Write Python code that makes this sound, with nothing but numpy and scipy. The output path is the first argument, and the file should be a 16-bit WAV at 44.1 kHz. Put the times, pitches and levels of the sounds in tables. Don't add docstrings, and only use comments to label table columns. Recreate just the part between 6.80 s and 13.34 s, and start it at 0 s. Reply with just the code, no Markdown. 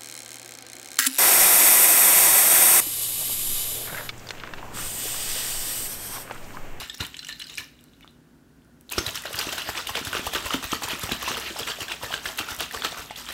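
import sys
import numpy as np
from scipy import signal
from scipy.fft import rfft, irfft, next_fast_len
from scipy.io import wavfile
from scipy.ndimage import uniform_filter1d

SR = 44100
rng = np.random.default_rng(int(sys.argv[2]) if len(sys.argv) > 2 else 0)


def elevation(decibels):
    levels = np.asarray(decibels, float)
    return 10 ** (levels / 20)


def store_wav(level_fs):
    pcm = np.round(np.clip(np.atleast_2d(level_fs), -1, 1) * 32767)
    wavfile.write(sys.argv[1], SR, pcm.T.astype(np.int16))


N = 288308
HARD_FROM_S = 2.0


def evened(x):
    return x / np.sqrt(np.mean(x ** 2) + 1e-20)


def read(points, hz):
    f, value = np.transpose(points)
    return np.interp(np.log(hz + 1), np.log(f + 1), value)


def add(mix, start_s, sound):
    part = mix[max(round(start_s * SR), 0):][:len(sound)]
    part += sound[:len(part)]


def colour(x, spectrum):
    size = next_fast_len(N)
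    z = rfft(x, size)
    own = np.sqrt(uniform_filter1d(abs(z) ** 2, size=2000) + 1e-12)
    hz = np.arange(len(z)) * SR / size
    return evened(irfft(z / own * elevation(read(spectrum, hz)), size)[:N])


def ring(hz, t60, rise_s, glide=0.):
    t = np.arange(round(SR / 8)) / SR
    tone = np.sin(2 * np.pi * hz * t * (1 + glide * hz * t))
    return tone * elevation(-60 * t / t60) * (1 - np.exp(-t / rise_s))


def wobbly(t, smooth_s):
    size = round(smooth_s * SR)
    drift = uniform_filter1d(rng.standard_normal(len(t)), size)
    return 1 + evened(uniform_filter1d(drift, size))


def patchy(x, depth_db):
    z = signal.stft(x, nperseg=256)[2]
    patches = uniform_filter1d(rng.standard_normal(z.shape), size=4, axis=0)
    patches = evened(uniform_filter1d(patches, size=12, axis=1))
    return evened(signal.istft(z * elevation(depth_db * patches), nperseg=256)[1][:N])


def slosh():
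    # hz, level_db (per Hz)
    shaken_spectrum = [(88, -37), (150, 0.5), (178, -9.5), (260, -7), (551, -8.5), (632, -1), (738, -3),
                       (1300, 0), (2210, -5.5), (2860, -0.5), (9000, -21.5), (11700, -51.5), (19800, -120)]
    # hz, level_db (per Hz)
    swirled_spectrum = [(180, -33.5), (300, -15.5), (685, -15), (1700, -1.5), (2570, -0.5), (2920, 9),
                        (3230, -5), (4060, 6.5), (4680, -11), (7270, -11), (9000, -33), (11700, -43),
                        (19800, -120)]
    # hz, level_db (per Hz)
    spray_spectrum = [(2940, -10.5), (5000, -5), (8330, -7), (9460, -14.5), (12200, -8.5), (16000, -15.5)]
    # hz, level_db (per Hz)
    rumble_spectrum = [(18, -40), (50, 6.5), (115, -4.5), (300, -18.5)]
    # time_s, level_db
    trickle = [(0, -56.5), (.7, -54), (.9, -66.5), (1.28, -70), (1.5, -86)]
    t = np.arange(N) / SR
    gentle, hard = t < HARD_FROM_S, t > HARD_FROM_S

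    bubbles = droplets(low_hz=301.6, high_hz=7685, cycles=2.34, cling_s=0.0013,
                       per_s=2600, spread_db=3.5, wash=0.47)
    body = np.where(gentle, colour(bubbles, swirled_spectrum), colour(bubbles, shaken_spectrum))
    body = patchy(body, depth_db=2.5)
    spray = droplets(low_hz=6520, high_hz=14900, cycles=4.4, cling_s=0,
                     per_s=1400, spread_db=3.5, wash=0.32)
    crackle = droplets(low_hz=900, high_hz=5000, cycles=1.0, cling_s=0.000097,
                       per_s=800, spread_db=4.5, wash=0)
    crackle = np.where(gentle, colour(crackle, swirled_spectrum), colour(crackle, shaken_spectrum))
    body = evened(body + elevation(-3.5) * crackle)

    thrown = surge_gain()
    running = elevation(np.interp(t, *np.transpose(trickle), right=-99))
    deep = signal.filtfilt(*signal.butter(2, 1300, fs=SR), body)
    water = np.hypot(thrown, running) * (body - deep)
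    water += np.hypot(surge_gain(gulp=1), running) * deep
    gulps = droplets(low_hz=300.6, high_hz=900, cycles=5.0, cling_s=0, per_s=70, spread_db=3.5, wash=0)
    water += elevation(-12.0) * hard * surge_gain(gulp=0.81) * gulps

    mist_gain = np.hypot(surge_gain(spray=0.83, steep=0.86), elevation(-1.5) * running)
    mist = mist_gain * patchy(colour(spray, spray_spectrum), depth_db=2.5)
    sway = uniform_filter1d(thrown, size=3000) * hard
    rumble = elevation(-13.5) * sway * colour(rng.standard_normal(N), rumble_spectrum)
    return water + mist + rumble


def droplets(low_hz, high_hz, cycles, cling_s, per_s, spread_db, wash):
    out, count = np.zeros(N), 28
    for hz in np.geomspace(low_hz, high_hz, count):
        turns = np.arange(round(SR / 40)) / SR * hz
        fade = np.exp(-turns / (cycles + cling_s * hz)) * (1 - np.exp(-turns / 0.47))
        grain = np.sin(2 * np.pi * turns * (1 + 0.0052 * turns)) * fade
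        luck = rng.random(N) * count * SR / per_s
        size = (luck < 1) * np.clip(luck, .1, 1) ** (-spread_db * np.log(10) / 20)
        out += signal.oaconvolve(size, grain / np.linalg.norm(grain))[:N]
    return evened(out) + wash * rng.standard_normal(N)


def surge_gain(spray=0, gulp=0, steep=1):
    t, power = np.arange(0, N + 64, 32) / SR, 0
    for crest_s, db, spray_db, gulp_db, rise_ms, fall_ms in throws():
        rising, falling = (crest_s - t) / max(rise_ms, 1), (t - crest_s) / max(fall_ms, 1)
        halvings = np.where(t < crest_s, rising, falling) * 1000
        level_db = db + spray * spray_db + gulp * gulp_db - 7.23 * steep * halvings
        power = power + elevation(2 * level_db)
    return np.interp(np.arange(N) / SR, t, np.sqrt(power))


def throws():
    # crest_s, level_db, spray_db, gulp_db, fall_ms (per about 7 dB)
    swirls = [(0.003, -35, -4.5, 9, 39), (0.147, -44, -17, 13, -1), (0.21, -31.5, -7, 12.5, 23),
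              (0.393, -51, -14, -20, 79), (0.493, -36, -10.5, -1, 20), (0.622, -32, -26, -18, 4),
              (0.699, -42.5, -4, -7.5, 29), (0.731, -47, -14, -14, 57), (0.784, -37, -3.5, 5, 28),
              (2.186, -26, -5, -22, 12), (2.356, -31, -6.5, -33, 31), (2.457, -33, -26, -12, 25),
              (6.312, -42, -24.5, -8, 33), (6.378, -37.5, -3.5, -18, 68)]
    # crest_s, level_db, rise_ms, fall_ms (per about 7 dB)
    lid_throws = [(2.112, -38, 1.5, 90), (2.289, -34.5, 42, 26), (2.598, -32, 59, 86),
                  (2.729, -31.5, 7, 23), (2.894, -32, 23, 20), (3.098, -31, 15, 10.5),
                  (3.277, -33.5, 24, 28), (3.469, -32, 19.5, 16), (3.667, -31, 22, 13),
                  (3.842, -32.5, 12, 30), (4.042, -28.5, 12, 10), (4.238, -34.5, 48, 71),
                  (4.577, -34.5, 7, 33), (4.803, -31.5, 24, 23.5), (5.022, -32, 17, 15),
                  (5.237, -33, 13, 28), (5.464, -33, 16.5, 43), (5.714, -33.5, 39, 28),
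                  (5.946, -33, 15, 43), (6.128, -39, 47, 32), (6.179, -36, 7, 53)]
    # crest_s, level_db, rise_ms, fall_ms (per about 7
    # dB)
    base_throws = [(2.677, -36, 20, 55), (2.782, -29, 7, 35), (2.979, -27.5, 21, 35.5),
                   (3.177, -26, 23, 24), (3.351, -26.5, 18, 42), (3.557, -23.5, 16, 28),
                   (3.74, -27.5, 38.5, 31), (3.933, -26.5, 17, 29), (4.115, -25.5, 28, 27),
                   (4.32, -26, 6.5, 26), (4.43, -30.5, 26, 41), (4.484, -25.5, 14, 61),
                   (4.684, -32, 53, 44), (4.763, -39, 0, 4), (4.884, -27, 15, 41), (5.12, -31, 29, 32),
                   (5.344, -29.5, 35, 30), (5.589, -24.5, 6, 21), (5.809, -25, 11.5, 28.5),
                   (6.047, -22, 6, 17.5), (6.494, -33, 12, 56)]
    lid_spray_db, lid_gulp_db = -3, -0.5
    base_spray_db, base_gulp_db = -12.5, -6
    swirl_rise_ms = 7.1
    rows = [(s, db, spray, gulp, swirl_rise_ms, fall) for s, db, spray, gulp, fall in swirls]
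    rows += [(s, db, lid_spray_db, lid_gulp_db, rise, fall) for s, db, rise, fall in lid_throws]
    rows += [(s, db, base_spray_db, base_gulp_db, rise, fall) for s, db, rise, fall in base_throws]
    return rows


def ticks():
    # start_s, peak_db, pitch_hz
    swirl_ticks = [(0.1433, -21.5, 5360), (0.208, -15, 3500), (0.2488, -17, 2900), (0.367, -22.5, 2720),
                   (0.447, -24.5, 2720), (0.468, -23, 2900), (0.49, -23, 1740), (0.599, -19, 3840),
                   (0.617, -21, 2870), (0.6677, -24, 3950), (0.697, -25, 3534), (0.7533, -33, 5000),
                   (0.78, -11.5, 2274)]
    # start_s, peak_db, pitch_hz
    clinks = [(0.016, -23, 877), (0.097, -14, 3510), (0.225, -23.5, 966), (0.343, -18, 3020),
              (0.3912, -15.5, 3970), (0.419, -43, 1440), (0.4288, -23, 3370), (0.526, -16, 3970),
              (0.641, -24.5, 4600), (6.3074, -18.5, 800), (6.308, -20, 1960)]
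    # start_s, peak_db, pitch_hz, crack_db (treble)
    shell_ticks = [(2.119, -23, 980, -21), (2.1195, -18, 2440, -40), (2.181, -7.5, 5240, -39),
                   (2.264, -9, 3700, -20.5), (2.28, -16, 3040, -51), (2.528, -19, 2710, -23.5),
                   (2.589, -8, 4500, -18), (2.612, -10, 2900, -43), (2.69, -14, 2660, -28),
                   (2.724, -15.5, 3050, -39), (2.78, -15, 2780, -22), (2.818, -13.5, 2840, -29.5),
                   (3.07, -12.5, 2760, -22.5), (3.153, -8.5, 3250, -28), (3.249, -13.5, 3400, -23.5),
                   (3.536, -13, 3470, -23.5), (3.736, -11, 2930, -23), (3.9185, -17, 3460, -25),
                   (4.234, -19, 3260, -20.5), (4.318, -13, 3640, -43), (4.83, -16, 3120, -50),
                   (4.872, -15, 2990, -27), (5.005, -16, 2900, -27), (5.119, -12.5, 2820, -32),
                   (5.586, -16, 2500, -27), (5.798, -14, 3140, -36.5), (6.021, -11, 3320, -45),
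                   (6.12, -19.5, 3500, -47.5), (6.361, -21, 3560, -34), (6.487, -18, 3000, -34)]
    # start_s, peak_db, pitch_hz
    pops = [(2.181, -8, 1365), (2.437, -20, 1790), (2.454, -19.5, 587), (2.889, -14.5, 704),
            (3.093, -15, 1020), (3.271, -14.5, 1550), (3.33, -10, 1469), (3.392, -17, 1880),
            (3.472, -15, 1130), (3.661, -13.5, 986), (3.706, -8, 1190), (3.827, -19, 1100),
            (3.931, -7, 1250), (4.02, -16, 806), (4.081, -19.5, 930), (4.292, -14.5, 797),
            (4.427, -18, 1090), (4.4766, -10.5, 1008), (4.569, -17.5, 1257), (5.082, -18, 1560),
            (5.229, -17.5, 900), (5.339, -9.5, 1550), (5.456, -10.5, 1650), (5.685, -16.5, 1350),
            (5.91, -17, 1860), (5.946, -14.5, 1150), (6.049, -8.5, 1260), (2.38, -30, 900),
            (2.4545, -17, 1520), (2.1835, -13, 3120)]
    # mode_hz, level_db, t60_s
    wall_modes = [(1487, -31, 0.013), (1793, 4, 0.015), (2900, -16, 0.04), (3380, 7.5, 0.013),
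                  (3970, -5, 0.029), (5040, 11, 0.00606), (6750, -1.5, 0.01), (8060, 0, 0.015)]
    swirl_crack_db, clink_crack_db, pop_crack_db = -15.5, -28, -33.5
    sing_resting_db, sing_shaken_db, sing_t60_s = -22, -23, .1
    rows = [(s, db, hz, db + swirl_crack_db) for s, db, hz in swirl_ticks]
    rows += [(s, db, hz, db + clink_crack_db) for s, db, hz in clinks]
    rows += shell_ticks + [(*row, pop_crack_db) for row in pops]
    out, t = np.zeros(N), np.arange(round(SR / 8)) / SR
    treble = signal.butter(2, (4500, 13000), "band", fs=SR)
    spots = rng.standard_normal((len(rows), 2 * len(wall_modes)))
    for (s, db, hz, crack_db), spot in zip(rows, spots):
        gentle = s < HARD_FROM_S
        own = ring(hz, 0.0056 + 13 / hz, 0.00015, glide=0.0052)
        wall = 0
        for (f, mode_db, t60), a, b in zip(wall_modes, spot, spot[len(wall_modes):]):
            gain = elevation(mode_db + 1.6 * a - 3.1 * abs(np.log2(f / hz)))
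            wall = wall + gain * ring(f * (1 + 0.032 * b), t60, 0.0034)
        chatter = 0.31 * rng.standard_normal(400) * np.exp(-np.arange(400) / SR / 0.0026)
        chatter[0] = 1
        body = signal.fftconvolve(own + elevation(-7.5) * wall, chatter / np.linalg.norm(chatter))[:len(t)]
        body *= 0.59 / abs(body).max()
        sing_db = sing_resting_db if gentle else sing_shaken_db
        body += elevation(sing_db) * ring(1.04 * hz, sing_t60_s, 0.0023) * wobbly(t, 0.0026)
        grit = rng.standard_normal(len(t))
        around = signal.butter(2, (0.67 * hz, min(1.26 * hz + 900, 16000)), "band", fs=SR)
        slap = signal.lfilter(*around, grit) * elevation(-60 * t / 0.007) * (1 - np.exp(-t / 0.00038))
        crack = signal.lfilter(*treble, grit) * elevation(-60 * t / 0.02) * (1 - np.exp(-t / 0.0029))
        strike = body + elevation(-6 if gentle else 0.6) * slap
        add(out, s, elevation(db - 3.0) * strike + elevation(crack_db + 7.5) * crack)
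    return out


def bumps():
    # start_s, peak_db, pitch_hz
    landings = [(0.202, -28, 180), (0.21, -34, 330), (2.177, -19.5, 373), (2.448, -37, 547),
                (2.667, -27, 319), (3.152, -29, 535), (3.211, -30.5, 302), (3.267, -33, 303),
                (3.348, -27, 409), (3.391, -26.5, 299), (3.464, -30.5, 536), (3.551, -24, 405),
                (3.741, -18, 284), (3.926, -23.5, 300), (3.927, -28.5, 507), (4.13, -27, 282),
                (4.232, -28.5, 170), (4.317, -21.5, 261), (4.506, -30, 271), (4.573, -29.5, 478),
                (4.706, -31, 356), (4.801, -40, 490), (5.231, -29, 535), (5.599, -30, 330),
                (5.943, -31, 469), (6.049, -33, 304)]
    glug_db, glug_t60_s = -16.5, 0.13
    glug_sag = 5.4
    out, t = np.zeros(N), np.arange(round(SR / 8)) / SR
    for s, db, hz in landings:
        glug = np.sin(2 * np.pi * np.cumsum(hz * np.exp(-glug_sag * t)) / SR) * wobbly(t, 0.0023)
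        glug *= elevation(glug_db - 60 * t / glug_t60_s) * (1 - np.exp(-t / 0.009))
        knock = ring(hz, 0.012, 0.00063, glide=-0.0046)
        add(out, s + 0.00299, elevation(db + 9.5) * (knock + glug))
    return out


def slaps():
    # start_s, peak_db, pitch_hz
    water_slaps = [(2.508, -33.5, 550), (2.546, -23.5, 1580), (2.596, -25.5, 1530), (2.725, -31, 880),
                   (2.782, -30, 1050), (2.951, -26.5, 1670), (3.152, -20.5, 1600), (3.177, -22, 1050),
                   (3.35, -24, 1540), (3.369, -24, 1337), (3.535, -29, 676), (3.551, -25, 1310),
                   (3.7415, -17, 1400), (3.84, -29, 1720), (3.905, -40, 1202), (4.036, -33, 2040),
                   (4.238, -31, 1060), (4.315, -20.5, 1570), (4.489, -30, 974), (4.516, -22.5, 1560),
                   (4.762, -34, 1250), (4.809, -37, 633), (4.874, -31, 1920), (5.119, -22, 2040),
                   (5.215, -41, 874), (5.245, -25.5, 1690), (5.305, -28, 628), (5.327, -23, 1500),
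                   (5.588, -22, 1550), (5.805, -25, 1510), (5.974, -28, 1700), (6.021, -26, 1310),
                   (6.036, -29, 1500), (6.209, -32, 1220), (2.89, -21.5, 1600), (3.722, -32, 600),
                   (4.794, -31, 950), (4.986, -33, 600), (6.125, -32, 650), (6.146, -30, 1700),
                   (6.171, -33, 1200), (6.388, -40, 1390), (6.406, -39, 900), (6.448, -38, 1320),
                   (6.489, -32, 1160)]
    # start_s, peak_db, pitch_hz
    crumbs = [(2.1337, -25.5, 2470), (2.2914, -19.5, 3076), (2.3466, -28, 3160), (2.3585, -21.5, 5430),
              (2.3757, -25, 2900), (2.4694, -28, 3920), (2.5427, -25, 2800), (2.5686, -28, 3120),
              (2.578, -25, 4580), (2.6717, -31, 2740), (2.953, -38, 2930), (2.9736, -29, 3300),
              (3.3293, -24, 2845), (3.3505, -22, 2730), (3.467, -31, 3010), (3.5494, -20, 3260),
              (3.706, -22, 2900), (3.9255, -24, 3000), (4.0282, -38, 2930), (4.086, -33, 3080),
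              (4.2926, -23.5, 2930), (4.5152, -24.5, 2830), (4.57, -35, 3030), (4.6768, -38, 2510),
              (4.704, -30, 3080), (4.7686, -27.5, 4930), (4.797, -25, 4870), (4.9182, -20.5, 3180),
              (4.9935, -38, 3000), (5.018, -27.5, 2950), (5.082, -30, 3200), (5.0985, -30, 3020),
              (5.3213, -26, 3090), (5.3406, -17, 3110), (5.456, -33, 2880), (5.4886, -27, 3080),
              (5.685, -38, 2960), (5.95, -35, 2720), (6.048, -15.5, 3595), (6.299, -31, 2960),
              (6.3591, -28.5, 3780)]
    # start_s, peak_db, pitch_hz
    pings = [(0.0044, -43, 5000), (0.087, -41, 7480), (0.1745, -35, 5460), (0.2358, -43, 5300),
             (0.3683, -31, 7300), (0.383, -39, 7990), (0.4473, -27, 5800), (0.469, -32, 7600),
             (0.4867, -25, 7000), (0.622, -32.5, 5290), (0.6817, -39, 5090), (0.716, -46, 7200),
             (0.7411, -33, 7000), (0.7537, -30, 8300), (0.7753, -22.5, 5200), (0.843, -37, 5360),
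             (3.9185, -19, 6360)]
    out, t = np.zeros(N), np.arange(200) / SR
    kinds = ((water_slaps, 3, 9, .012), (crumbs, 2.5, 22, .002), (pings, 1.5, 35, .0005))
    for rows, lift_db, cycles, glide in kinds:
        for (s, db, hz), grit in zip(rows, rng.standard_normal((len(rows), 200))):
            chatter = 0.15 * grit * np.exp(-t / 0.0014) + (t == 0)
            tap = signal.fftconvolve(ring(hz, cycles / hz, 0.32 / hz, glide), chatter)[:2000]
            add(out, s, elevation(db + lift_db) * tap / abs(tap).max())
    return out


def snaps():
    # start_s, peak_db
    ruptures = [(0.149, -30), (0.181, -31), (0.19, -36), (0.236, -26.5), (0.2602, -31), (0.266, -25),
                (3.919, -22), (0.595, -29), (1.009, -42), (1.0395, -38.5), (1.208, -43), (1.847, -53),
                (2.01, -39), (2.1, -26), (2.123, -16), (2.355, -20), (2.4209, -23), (2.7257, -19),
                (3.3827, -22), (3.842, -19.5), (4.0403, -34), (4.0858, -20), (4.32, -19), (4.5988, -25),
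                (5.575, -20), (5.5895, -20), (5.7639, -22), (5.7883, -24), (5.8056, -14), (6.0472, -28),
                (6.507, -29), (6.524, -21), (1.308, -49), (2.3333, -31), (2.556, -18.5), (2.589, -19),
                (2.783, -27), (2.896, -30), (3.101, -27.5), (3.329, -19), (3.4665, -19), (3.5342, -17.5),
                (3.658, -19), (4.1941, -24), (4.231, -26), (4.2405, -25), (4.2914, -36), (4.344, -29),
                (4.398, -28), (4.426, -20), (4.44, -25), (4.514, -25), (4.7893, -17), (5.7086, -22),
                (5.747, -25), (5.9235, -26)]
    out, t = np.zeros(N), np.arange(300) / SR
    bright = signal.butter(1, (6500, 15000), "band", fs=SR)
    for s, db in ruptures:
        noise = signal.lfilter(*bright, rng.standard_normal(300))
        add(out, s, elevation(db) * noise * elevation(-60 * abs(t - .001) / 0.003))
    return out


def thuds():
    # start_s, peak_db
    stops = [(0.191, -32.5), (0.775, -47), (2.162, -27.5), (2.254, -33.5), (2.525, -38), (2.872, -37),
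             (3.088, -39.5), (0.01, -44), (4.03, -40), (3.253, -34.5), (3.451, -33), (3.636, -33),
             (3.725, -36), (3.829, -35), (3.924, -46.5), (4.219, -32), (4.3, -35.5), (4.416, -42),
             (4.555, -41), (4.794, -41), (4.998, -41), (5.219, -39.5), (5.447, -41), (5.588, -43),
             (5.698, -40), (5.944, -41), (6.173, -42)]
    thud_hz, spread = 79.3, 0.17
    out, t = np.zeros(N), np.arange(round(SR / 10)) / SR
    for (s, db), luck in zip(stops, rng.standard_normal(len(stops))):
        hz = thud_hz * (1 + spread * luck)
        push = np.sin(2 * np.pi * hz * (t - .022)) * np.exp(-((t - .024) / 0.0072) ** 2)
        add(out, s, elevation(db + 4.0) * push)
    return out


def hums():
    # start_s, peak_db, pitch_hz, t60_s
    wall_tones = [(0.101, -52, 4000, 0.125), (0.391, -43, 4020, 0.223), (.42, -49.5, 1457, 0.21),
                  (0.491, -39, 1764, 0.17), (.526, -50, 4247, 0.17), (0.615, -35, 2900, 0.053),
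                  (.641, -39.5, 1540, 0.085), (0.694, -48, 3780, 0.216), (0.781, -40, 1750, 0.29),
                  (0.801, -48, 1006, 0.103), (1.285, -57, 4020, .1), (2.185, -25, 5500, 0.076),
                  (2.191, -29, 6300, .08), (5.252, -34, 1790, 0.13), (5.346, -32, 1560, .1)]
    out, t = np.zeros(N), np.arange(round(SR / 8)) / SR
    end = np.cos(np.pi / 2 * t / t[-1])
    for s, db, hz, t60 in wall_tones:
        add(out, s, elevation(db) * ring(hz, t60, 0.0021) * (.5 + 0.82 * wobbly(t, 0.0046)) * end)
    return out


def drips():
    # start_s, peak_db, pitch_hz
    drops = [
        (0.991, -40, 3530),
        (1.1352, -43, 3600),
        (1.209, -39, 2380),
        (1.246, -34.5, 1230),
        (1.277, -34.5, 3400),
        (1.82, -50, 3200),
        (2.0932, -24, 3850),
    ]
    out, t = np.zeros(N), np.arange(round(SR / 8)) / SR
    for s, db, hz in drops:
        grit = uniform_filter1d(rng.standard_normal(len(t)), size=4) * elevation(-60 * t / 0.0025)
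        tick = ring(hz, 0.0057, .00008) + 0.52 * grit
        answer = ring(1.08 * hz, 0.089, 0.0024) * wobbly(t, 0.0023)
        add(out, s, elevation(db) * (tick + elevation(-22) * answer))
    return out


def chirps():
    # start_s, peak_db, low_hz, high_hz, length_ms
    whistles = [
        (3.466, -22, 658, 1250, 11.8),
        (4.757, -30, 470, 1290, 13.3),
        (5.211, -37, 696, 1710, 8),
        (5.304, -29, 552, 1300, 7.6),
    ]
    out = np.zeros(N)
    for s, db, low_hz, high_hz, ms in whistles:
        u = np.linspace(0, 1, round(ms * SR / 1000))
        turns = np.cumsum(low_hz * (high_hz / low_hz) ** u) / SR
        add(out, s, elevation(db) * np.sin(2 * np.pi * turns) * np.sin(np.pi * u))
    return out


def gurgle():
    tones_hz = [2190, 2900, 3560]
    # start_s, end_s
    span_s = (1.217, 1.24)
    level_db, clicks_per_s = -51, 800
    u = np.linspace(0, 1, round(np.ptp(span_s) * SR))
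    luck = rng.random((len(u), 2))
    clicks = (luck[:, 0] < clicks_per_s / SR) * (.4 + luck[:, 1]) * np.sin(np.pi * u ** 1.1)
    tones = sum(ring(hz, .014, .0003) for hz in tones_hz)
    out = np.zeros(N)
    add(out, span_s[0], elevation(level_db) * signal.fftconvolve(clicks, tones))
    return out


def room(x):
    # hz, t60_s
    decay = [(200, 0.3), (3000, 0.41), (12000, 0.23)]
    taps = np.zeros(SR // 2)
    at = np.arange(200, SR // 2 - 20, 20)
    taps[at + rng.integers(0, 20, len(at))] = rng.choice([-1., 1.], len(at))
    hz, t, z = signal.stft(taps, SR, nperseg=256)
    tail = signal.istft(z * elevation(-60 * t / read(decay, hz)[:, None]), SR, nperseg=256)[1]
    return signal.fftconvolve(x, tail / np.linalg.norm(tail))[:N]


def room_tone():
    # hz, level_db (per Hz)
    air_spectrum = [(15, -55), (25, -13), (59, 0), (92, -9.5), (149, -2.5), (200, -7.5), (250, -4),
                    (335, -7), (439, -15), (796, -21), (1290, -23.5), (1440, -18), (2160, -29),
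                    (16000, -37.5)]
    # pitch_hz, level_db (rms)
    appliances = [(241.5, -63), (276, -67), (158.6, -66.5)]
    air_db = -56
    t = np.arange(N) / SR
    wander = evened(uniform_filter1d(rng.standard_normal(N), size=6000))
    hum = 0
    for hz, db in appliances:
        hum = hum + np.sqrt(2) * elevation(db + 1.1 * wander) * np.sin(2 * np.pi * hz * t)
    return elevation(air_db + 0.3 * wander) * colour(rng.standard_normal(N), air_spectrum) + hum


def scene():
    jar = slosh() + ticks() + drips() + snaps() + bumps() + thuds()
    jar += slaps() + hums() + chirps() + gurgle()
    return (jar + elevation(-12.0) * room(jar) + room_tone())[None]


def band_limit(x):
    return signal.sosfilt(signal.butter(12, 16050, fs=SR, output="sos"), x)


def record(dry):
    heard = signal.lfilter(*signal.butter(1, 28, "high", fs=SR), dry)
    lowpass = signal.firwin(511, 15850, window=("kaiser", 8), fs=SR)
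    limited = signal.oaconvolve(heard, lowpass[None], "same")
    return band_limit(limited)


dry = scene()
out = record(dry)
store_wav(out)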